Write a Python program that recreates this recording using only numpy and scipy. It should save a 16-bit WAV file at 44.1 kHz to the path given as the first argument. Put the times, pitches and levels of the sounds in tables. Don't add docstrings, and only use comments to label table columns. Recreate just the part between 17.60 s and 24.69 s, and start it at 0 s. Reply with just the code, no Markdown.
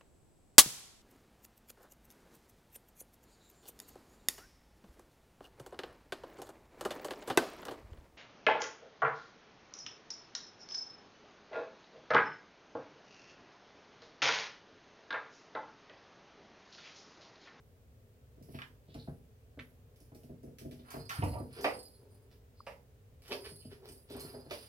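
import sys
import numpy as np
from scipy import signal
from scipy.fft import rfft, irfft, next_fast_len
from scipy.io import wavfile
from scipy.ndimage import uniform_filter1d

SR = 44100
rng = np.random.default_rng(int(sys.argv[2]) if len(sys.argv) > 2 else 0)


def unload_wav(signal):
    wavfile.write(
        sys.argv[1],
        SR,
        np.round(np.clip(np.atleast_2d(signal).T, -1, 1) * 32767).astype(np.int16),
    )


N = 312479
AGE = np.arange(SR // 2) / SR
TIME = np.arange(N) / SR


def undb(db):
    return 10 ** (np.asarray(db) / 20)


def fade(t60):
    return np.exp(-np.log(1000) * AGE / t60)


def noise_burst():
    return rng.standard_normal(len(AGE))


def shape(x, gain):
    size = next_fast_len(x.shape[-1] + 4096)
    f = np.maximum(np.fft.rfftfreq(size, 1 / SR), 1)
    return irfft(rfft(x, size) * gain(f), size)[..., :x.shape[-1]]


def colour(x, points):
    hz, db = np.transpose(points)
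    return shape(x, lambda f: undb(np.interp(np.log(f), np.log(hz), db)))


def band(x, lo, hi, order=3):
    sos = signal.butter(order, [lo, min(hi, SR / 2 - 100)], "band", fs=SR, output="sos")
    return signal.sosfilt(sos, x)


def loudest(x, db, size=441):
    return x * undb(db) / np.sqrt(uniform_filter1d(x * x, size).max())


def add(track, s, x):
    i = max(int(s * SR), 0)
    track[i:i + len(x)] += x[:N - i]


def ring(modes, scatter_db, tune=1):
    chance = rng.standard_normal((len(modes), 2))
    out = 0
    for (hz, db, t60), (a, b) in zip(modes, chance):
        mode_hz = hz * tune * (1 + 0.019 * b)
        out = out + undb(db + scatter_db * a) * fade(t60) * np.sin(2 * np.pi * mode_hz * AGE)
    return out


def touch(x, edges, levels):
    return sum(loudest(band(x, lo, hi), db) for lo, hi, db in zip(edges, edges[1:], levels))


def friction(rise, fall, grain_db, slip_rate=3500):
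    lead = 2 * rise
    growth = np.exp(-((AGE - lead) / rise) ** 2)
    release = np.exp(-np.abs(AGE - lead) / fall)
    swell = np.where(AGE < lead, growth, release)
    strength = undb(grain_db * np.minimum(rng.exponential(size=len(AGE)), 4))
    slipping = rng.random(len(AGE)) < slip_rate / SR
    return swell * noise_burst() * strength * slipping, lead


def scrape(grains, hz, octaves, skirt=1.62):
    return shape(grains, lambda f: 1 / (1 + np.abs(np.log2(f / hz) / octaves) ** skirt))


def diffuse(count, spacing_hz=1150, likeness=0.94):
    mid, side = rng.standard_normal((2, count))
    alike = lambda f: likeness * np.sinc(f / spacing_hz)
    mid = shape(mid, lambda f: np.sqrt(1 + alike(f)))
    side = shape(side, lambda f: np.sqrt(1 - alike(f)))
    return np.array([mid + side, mid - side]) / np.sqrt(2)


# [t/s, level/dB, strongest board resonance f/Hz, hardness/dB: extra slap of the pad]
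LANDINGS = [(0.774, -57.5, 318, 0), (0.81, -54, 242, -9), (0.887, -51.5, 150, 2.5), (0.944, -44, 230, 2.5),
            (1.282, -57.5, 177, -2), (1.349, -44.5, 240, 5.5), (1.477, -41.5, 190, 5.5),
            (1.975, -48, 250, -2), (2.409, -60, 290, -5), (2.519, -54.5, 256, 3.5), (2.551, -54.5, 262, -1),
            (2.638, -53.5, 264, -5), (2.696, -47.5, 284, -4.5), (2.836, -46.5, 460, -8),
            (2.872, -54, 182, -0.5), (3.013, -51.5, 216, 0), (3.051, -43.5, 259, -12),
            (3.119, -49.5, 295, 0.5), (3.193, -55, 246, 2), (3.341, -43.5, 410, 11.5),
            (3.365, -47.5, 170, 10), (3.799, -40.5, 237, 0), (5.913, -55.5, 170, 0), (6.05, -48, 229, -11),
            (6.29, -57, 250, 0), (6.506, -51.5, 410, 0), (6.551, -44.5, 420, 6), (6.643, -48.5, 250, -2),
            (6.741, -47.5, 404, 8), (6.864, -53.5, 284, 7)]
# [f/Hz, relative level/dB, t60/s]
BOARD_MODES = [(95.75, -8.5, 0.41), (138.7, 1.5, 0.2), (167.4, -11.5, 0.27), (247.8, -3, 0.25),
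               (280.3, 5, 0.082), (373, 3, 0.068), (454, -9, 0.29), (533, -9, 0.16), (664, 8, 0.033),
               (824, -12, 0.22), (1290, -39, 0.048)]
THUD_DB, SLAP_DB, SPOT_HZ, THUD_DB_PER_OCTAVE = -1.5, -14, 250, -6.5


def paws(patter_db=-5, patter_t60=0.15, press_s=0.003036, spot_db=5, spot_octaves=0.28):
    out = np.zeros(N)
    edges = (50, 180, 600, 1800)
    patter_colour = [(60, 1), (250, -4), (600, -10), (1000, -18), (2000, -20.0)]  # f/Hz, level/dB
    for s, db, hz, hardness in LANDINGS:
        boards = loudest(ring(BOARD_MODES, scatter_db=0.5), 0)
        toes = colour(noise_burst(), patter_colour) * fade(patter_t60)
        step = (boards + loudest(toes, patter_db)) * (1 - np.exp(-AGE / press_s))
        step = shape(step, lambda f: undb(spot_db * np.exp(-(np.log2(f / hz) / spot_octaves) ** 2)))
        thud_db = THUD_DB + THUD_DB_PER_OCTAVE * np.log2(hz / SPOT_HZ)
        parts = np.array([thud_db, 0, SLAP_DB + hardness])
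        add(out, s - press_s, touch(step, edges, db + parts))
    return out


# [t/s, level/dB before gain_db, brightness/dB: high register against low]
CLAW_CLICKS = [(0.825, -71, 7.5), (1.075, -73, -2), (1.3431, -54.5, -6.5), (2.36, -69, 1),
               (2.4022, -72, 8.5), (2.5481, -66.5, 5.5), (2.6339, -68, 1.5), (2.8317, -75, 8.5),
               (2.985, -54.5, 0), (3.1113, -58.5, -3), (3.3046, -56.5, 6.5), (3.4927, -41.5, -5.5),
               (3.6384, -57, 4), (4.0098, -58, 8.5), (4.0425, -40, -16), (5.0656, -56, -5),
               (5.6204, -64, -1), (5.68, -55, -0.5), (6.2881, -57.5, 1), (6.5008, -57.5, -1),
               (6.597, -57.5, 8.5), (6.9094, -41, -10)]
# [f/Hz, relative level/dB]
CLICK_COLOUR = [(900, 1), (1600, 1), (3000, 4.5), (5200, 0), (7000, -16), (9500, -12), (13000, -13.5),
                (16000, -17)]


def claws(gain_db=-2, tick_t60=0.028, skid_db=-8, skid_t60=0.29):
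    out = np.zeros(N)
    edges = (1500, 6500, 16000)
    for s, db, brightness in CLAW_CLICKS:
        envelope = fade(tick_t60) + undb(skid_db) * fade(skid_t60)
        tick = colour(noise_burst(), CLICK_COLOUR) * envelope
        add(out, s, touch(tick, edges, db + gain_db + np.array([0, brightness])))
    return out


# [t/s, level/dB before gain_db, decay time constant/s, centre f/Hz]
CLAW_SCRATCHES = [(0.989, -44.5, 0.0066, 1610), (1.018, -43.5, 0.0063, 1960), (1.991, -46.5, 0.011, 1880),
                  (3.496, -43.5, 0.055, 1303)]
# [f/Hz, gain/dB]
SCRATCH_COLOUR = [(3500, 0), (5300, -11), (7000, -16), (10000, -18)]


def scratches(gain_db=-1, catch_s=.001, width_octaves=0.74):
    out = np.zeros(N)
    for s, db, decay, hz in CLAW_SCRATCHES:
        grains, lead = friction(catch_s, decay, grain_db=0.5, slip_rate=1500)
        scratch = colour(scrape(grains, hz, width_octaves), SCRATCH_COLOUR)
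        add(out, s - lead, loudest(scratch, db + gain_db))
    return out


# [t of the height/s, level/dB before gain_db, swell/s, centre f/Hz, width/octaves]
PAW_SLIDES = [(0.939, -63, 0.06, 10600, 0.64), (0.959, -56, 0.02, 2600, 0.88),
              (1.32, -67, .035, 3600, 0.36), (1.41, -58, 0.029, 4060, 0.16), (1.46, -73, .09, 9900, .3),
              (2.05, -72.5, .07, 11100, 0.33), (3.2, -67.5, 0.022, 3560, 0.41),
              (3.32, -51.5, 0.051, 1110, 0.69), (4.0, -53, 0.068, 1700, 1.7),
              (4.73, -68.5, .018, 4100, 5.7), (5.67, -60, 0.03, 2400, 4.2), (5.722, -37, .011, 2750, 0.91),
              (5.859, -49, 0.016, 2160, 1.4), (6.04, -67, .035, 3020, .2), (6.122, -58.5, 0.02, 1885, 1.8),
              (6.26, -57.5, 0.028, 2130, 6.5), (6.526, -56.5, 0.03, 3650, .5),
              (6.63, -57.5, 0.099, 1000, 2), (6.934, -51, .03, 3700, 1.7), (7.04, -58.5, 0.054, 3120, 3.2)]
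# [f/Hz, gain/dB]
SLIDE_COLOUR = [(5300, -0.5), (7000, -18.5), (10000, -9)]


def slides(gain_db=-2, release_per_swell=1.05):
    out = np.zeros(N)
    for s, db, swell, hz, octaves in PAW_SLIDES:
        grains, lead = friction(swell, swell * release_per_swell, grain_db=4, slip_rate=2200)
        slide = colour(scrape(grains, hz, octaves), SLIDE_COLOUR)
        add(out, s - lead, loudest(slide, db + gain_db))
    return out


# [t/s, level/dB, pitch factor]
PANEL_BUMPS = [(3.588, -30.5, 1.02), (3.632, -28.5, 1.106), (3.658, -29.5, 0.913), (3.704, -37.5, 0.75)]
# [f/Hz before the pitch factor, relative level/dB, t60/s]
PANEL_MODES = [(90, -11, 0.3), (114.2, -1, 0.12), (142, -11.5, 0.11), (279, -14, 0.12)]


def bumps(push_s=0.013):
    out = np.zeros(N)
    for s, db, tune in PANEL_BUMPS:
        boom = -ring(PANEL_MODES, scatter_db=-1, tune=tune) * (1 - np.exp(-AGE / push_s))
        add(out, s, loudest(boom, db))
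    return out


# [t/s, level/dB, hardness/dB: step in level from the body of the sound to its crack]
SHELF_KNOCKS = [(3.623, -36.5, -8), (3.733, -47, -9), (3.756, -41, -25), (3.772, -49.5, -15),
                (4.045, -28.5, -1.5), (5.068, -44, -4), (5.717, -44, -6.5), (6.908, -41.5, -7.5)]
# [f/Hz, relative level/dB, t60/s]
SHELF_MODES = [(370, -4.5, 0.092), (615, -2, 0.1), (746, -22, 0.18), (816, 8, 0.037), (940, 6, 0.053),
               (946, -24, 0.069), (1161.7, -6, 0.16)]
# [f/Hz, relative level/dB]
WOOD_COLOUR = [(150, 3), (350, -12.5), (580, 1.5), (740, -6.5), (920, -8.5), (1250, -16), (1480, -22.5),
               (1900, -17), (2750, -17.5), (3500, -38), (5000, -24), (7000, -50)]


def knocks(modes_db=-8, clatter_t60=0.19, crack_db=5, crack_t60=0.023, first_db=-6, edge_db=-16):
    out = np.zeros(N)
    edges = (250, 1200, 3500, 7000)
    seat_s = .004
    for s, db, hardness in SHELF_KNOCKS:
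        envelope = fade(clatter_t60) + undb(crack_db) * fade(crack_t60)
        clatter = colour(noise_burst(), WOOD_COLOUR) * envelope
        modes = loudest(ring(SHELF_MODES, scatter_db=5.5), modes_db)
        blow = (loudest(clatter, 0) + modes) * np.where(AGE < seat_s, undb(first_db), 1)
        parts = np.array([0, hardness, hardness + edge_db])
        add(out, s - .001, touch(blow, edges, db + parts))
    return out


# [f/Hz, relative level/dB]
BELL_MODES = [(4247, -87.5), (4877, -78.5), (8489, -84), (9232, -80.5), (9399, -86.5), (10169, -76.5)]
# [t/s, strength/dB, time it keeps rolling/s, high modes against low ones/dB]
BALL_JOSTLES = [(3.26, -77.5, .03, 7.5), (3.315, -66.5, 0.086, -6), (3.41, -58.5, 0.026, -9),
                (3.55, -60, 0.038, 4), (3.65, -64.5, 0.12, 2.5), (3.93, -65, 0.065, 1),
                (4.0, -54, 0.057, -2), (4.15, -60, 0.11, -1), (4.52, -80.5, 0.022, 8),
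                (4.96, -70.5, 0.053, -12), (5.72, -59.5, 0.18, -4), (5.865, -74.5, 0.018, 13),
                (5.96, -67.5, 0.085, 1), (6.29, -67, 0.038, 8), (6.53, -65, .06, 9.5),
                (6.6, -56, 0.021, -1), (6.69, -68, 0.13, -3), (6.91, -63, 0.13, 1)]


def bell(low_db=-4, high_db=-2, strike_rate=70, ring_t60=0.15, scatter_db=3.5,
         rattle_db=-6, rattle_t60=0.057, roll_db=-11):
    turn_rate, turn_db = 16, 2.5
    struck = rng.random(N) < strike_rate / SR
    blows = lambda: struck * undb(scatter_db * rng.standard_normal(N))

    def even(x):
        return x / np.sqrt(uniform_filter1d(x * x, int(.07 * SR)) + 0.0085 * x.var())

    deep, shrill = np.zeros(N), np.zeros(N)
    for hz, db in BELL_MODES:
        share = undb(db + turn_db * turning(turn_rate))
        response = fade(ring_t60) * np.sin(2 * np.pi * hz * AGE)
        register = deep if hz < 7000 else shrill
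        register += share * signal.oaconvolve(blows(), response)[:N]
    deep, shrill = even(deep), even(shrill)
    grit = rng.standard_normal(N) * signal.oaconvolve(blows(), fade(rattle_t60))[:N]
    rattle = even(band(grit, 9900, 14100, order=2))
    roll = even(band(grit, 3670, 5270, order=2))
    low = undb(low_db) * (deep + undb(roll_db) * roll)
    high = undb(high_db) * (shrill + undb(rattle_db) * rattle)
    return sum(undb(db) * rolling(s, hold) * (low + undb(tilt) * high) for s, db, hold, tilt in BALL_JOSTLES)


def turning(rate):
    k = int(SR / rate)
    held = np.repeat(rng.standard_normal(N // k + 1), k)
    return 1.2 * uniform_filter1d(held, k)[:N]


def rolling(s, hold, spin_up_s=.02, settle_s=0.064):
    spin_up = np.clip((TIME - s) / spin_up_s + 1, 0, 1)
    return spin_up * np.exp(-np.maximum(TIME - s - hold, 0) / settle_s)


# [nominal t of the height/s, level/dB, release time constant/s]
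FINGER_RUBS = [(4.009, -43, 0.075), (4.42, -61, 0.36), (5.723, -39.5, 0.046), (5.809, -51, 0.033),
               (5.869, -49.5, 0.026), (6.125, -50, 0.022), (6.245, -53.5, .075), (6.515, -48.5, 0.035),
               (6.566, -46.5, 0.047), (6.65, -49, 0.037), (6.77, -48.5, 0.076), (6.926, -45.5, 0.03)]
# [f/Hz, width/Hz, relative level/dB]
CASE_MODES = [(278, 18, -4.5), (403, 33, 4.5), (560, 70, -23), (882, 10.4, -13.5)]


def handling(attack_share=.42, attack_max_s=.05):
    out = np.zeros(N)
    for s, db, fall in FINGER_RUBS:
        grains, lead = friction(min(attack_share * fall, attack_max_s), fall, grain_db=3)
        hollow = 0
        for hz, width, mode_db in CASE_MODES:
            hollow = hollow + undb(mode_db) * band(grains, hz - width / 2, hz + width / 2, order=1)
        add(out, s - lead - .005, loudest(band(hollow, 164, 1450, order=2), db))
    return out


# (t of its centre/s, peak level/dB, f/Hz, half length/s)
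TINY_POP = (5.0062, -41, 1150, .0016)


def pop():
    s, db, hz, half = TINY_POP
    return undb(db) * np.exp(-((TIME - s) / half) ** 2) * np.sin(2 * np.pi * hz * (TIME - s))


# [f/Hz, relative spectral level/dB]
AIR_COLOUR = [(20, -26), (38, -8), (60, 2), (115, 1.5), (185, -14.5), (245, -10.5), (320, -21), (430, -10),
              (600, -18.5), (900, -27.5), (1800, -30), (5000, -37), (12000, -39), (16000, -33.5)]


def air(level_db=-60):
    x = colour(diffuse(N), AIR_COLOUR)
    return x * undb(level_db) / x.std()


# [f/Hz, t60/s]
ROOM_DECAY = [(100, 0.68), (400, 0.43), (900, 0.27), (3000, 0.2), (8000, 0.33), (15000, 0.49)]
# [t/s, delay of the left microphone/s]
KITTEN_BEARING = [(0, 0.0007), (2.1, 0), (3, 0.00052), (4.5, 0), (5, 0.00004), (7.09, 0.0002)]
# [t/s, distance/m]
KITTEN_DISTANCE = [(0, 1.1), (1, 0.48), (2.1, 0.43), (3.3, 1.52), (5.3, 0.95), (7.09, 1)]


def room(x, wet_db, bass_db=-6, build_s=0.0017, echo_db_per_doubling=2):
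    edges = np.geomspace(60, 19000, 9)
    hz, t60 = np.transpose(ROOM_DECAY)
    noise = diffuse(len(AGE))
    tail = 0
    for lo, hi in zip(edges, edges[1:]):
        part = shape(noise, lambda f: (f >= lo) & (f < hi))
        tail = tail + part * fade(np.interp(np.sqrt(lo * hi), hz, t60))
    tail = tail * (1 - np.exp(-AGE / build_s))
    tail = colour(tail / np.sqrt(np.sum(tail ** 2) / 2), [(150, bass_db), (500, 0)])
    delay = np.interp(TIME, *np.transpose(KITTEN_BEARING))
    direct = np.array([np.interp(TIME - delay, TIME, x), x])
    distance = np.interp(TIME, *np.transpose(KITTEN_DISTANCE))
    send = x * undb(wet_db + echo_db_per_doubling * np.log2(distance))
    return direct + signal.fftconvolve(send[None], tail, axes=1)[:, :N]


PAN_DB = -2.6


def scene():
    thuds = room(paws() + bumps(), wet_db=-3)
    floor_friction = room(claws() + scratches() + slides(), wet_db=2.5)
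    bright = room(knocks(), wet_db=-1) + room(bell(), wet_db=-3.5) + floor_friction
    pan = undb(np.array([[PAN_DB], [-PAN_DB]]) / 2)
    return thuds + bright * pan + room(handling(), wet_db=-6) + pop() + air()


TOP_HZ = 15900


def record(dry):
    return signal.sosfilt(signal.ellip(10, .2, 70, TOP_HZ, fs=SR, output="sos"), dry)


dry = scene()
out = record(dry)
unload_wav(out)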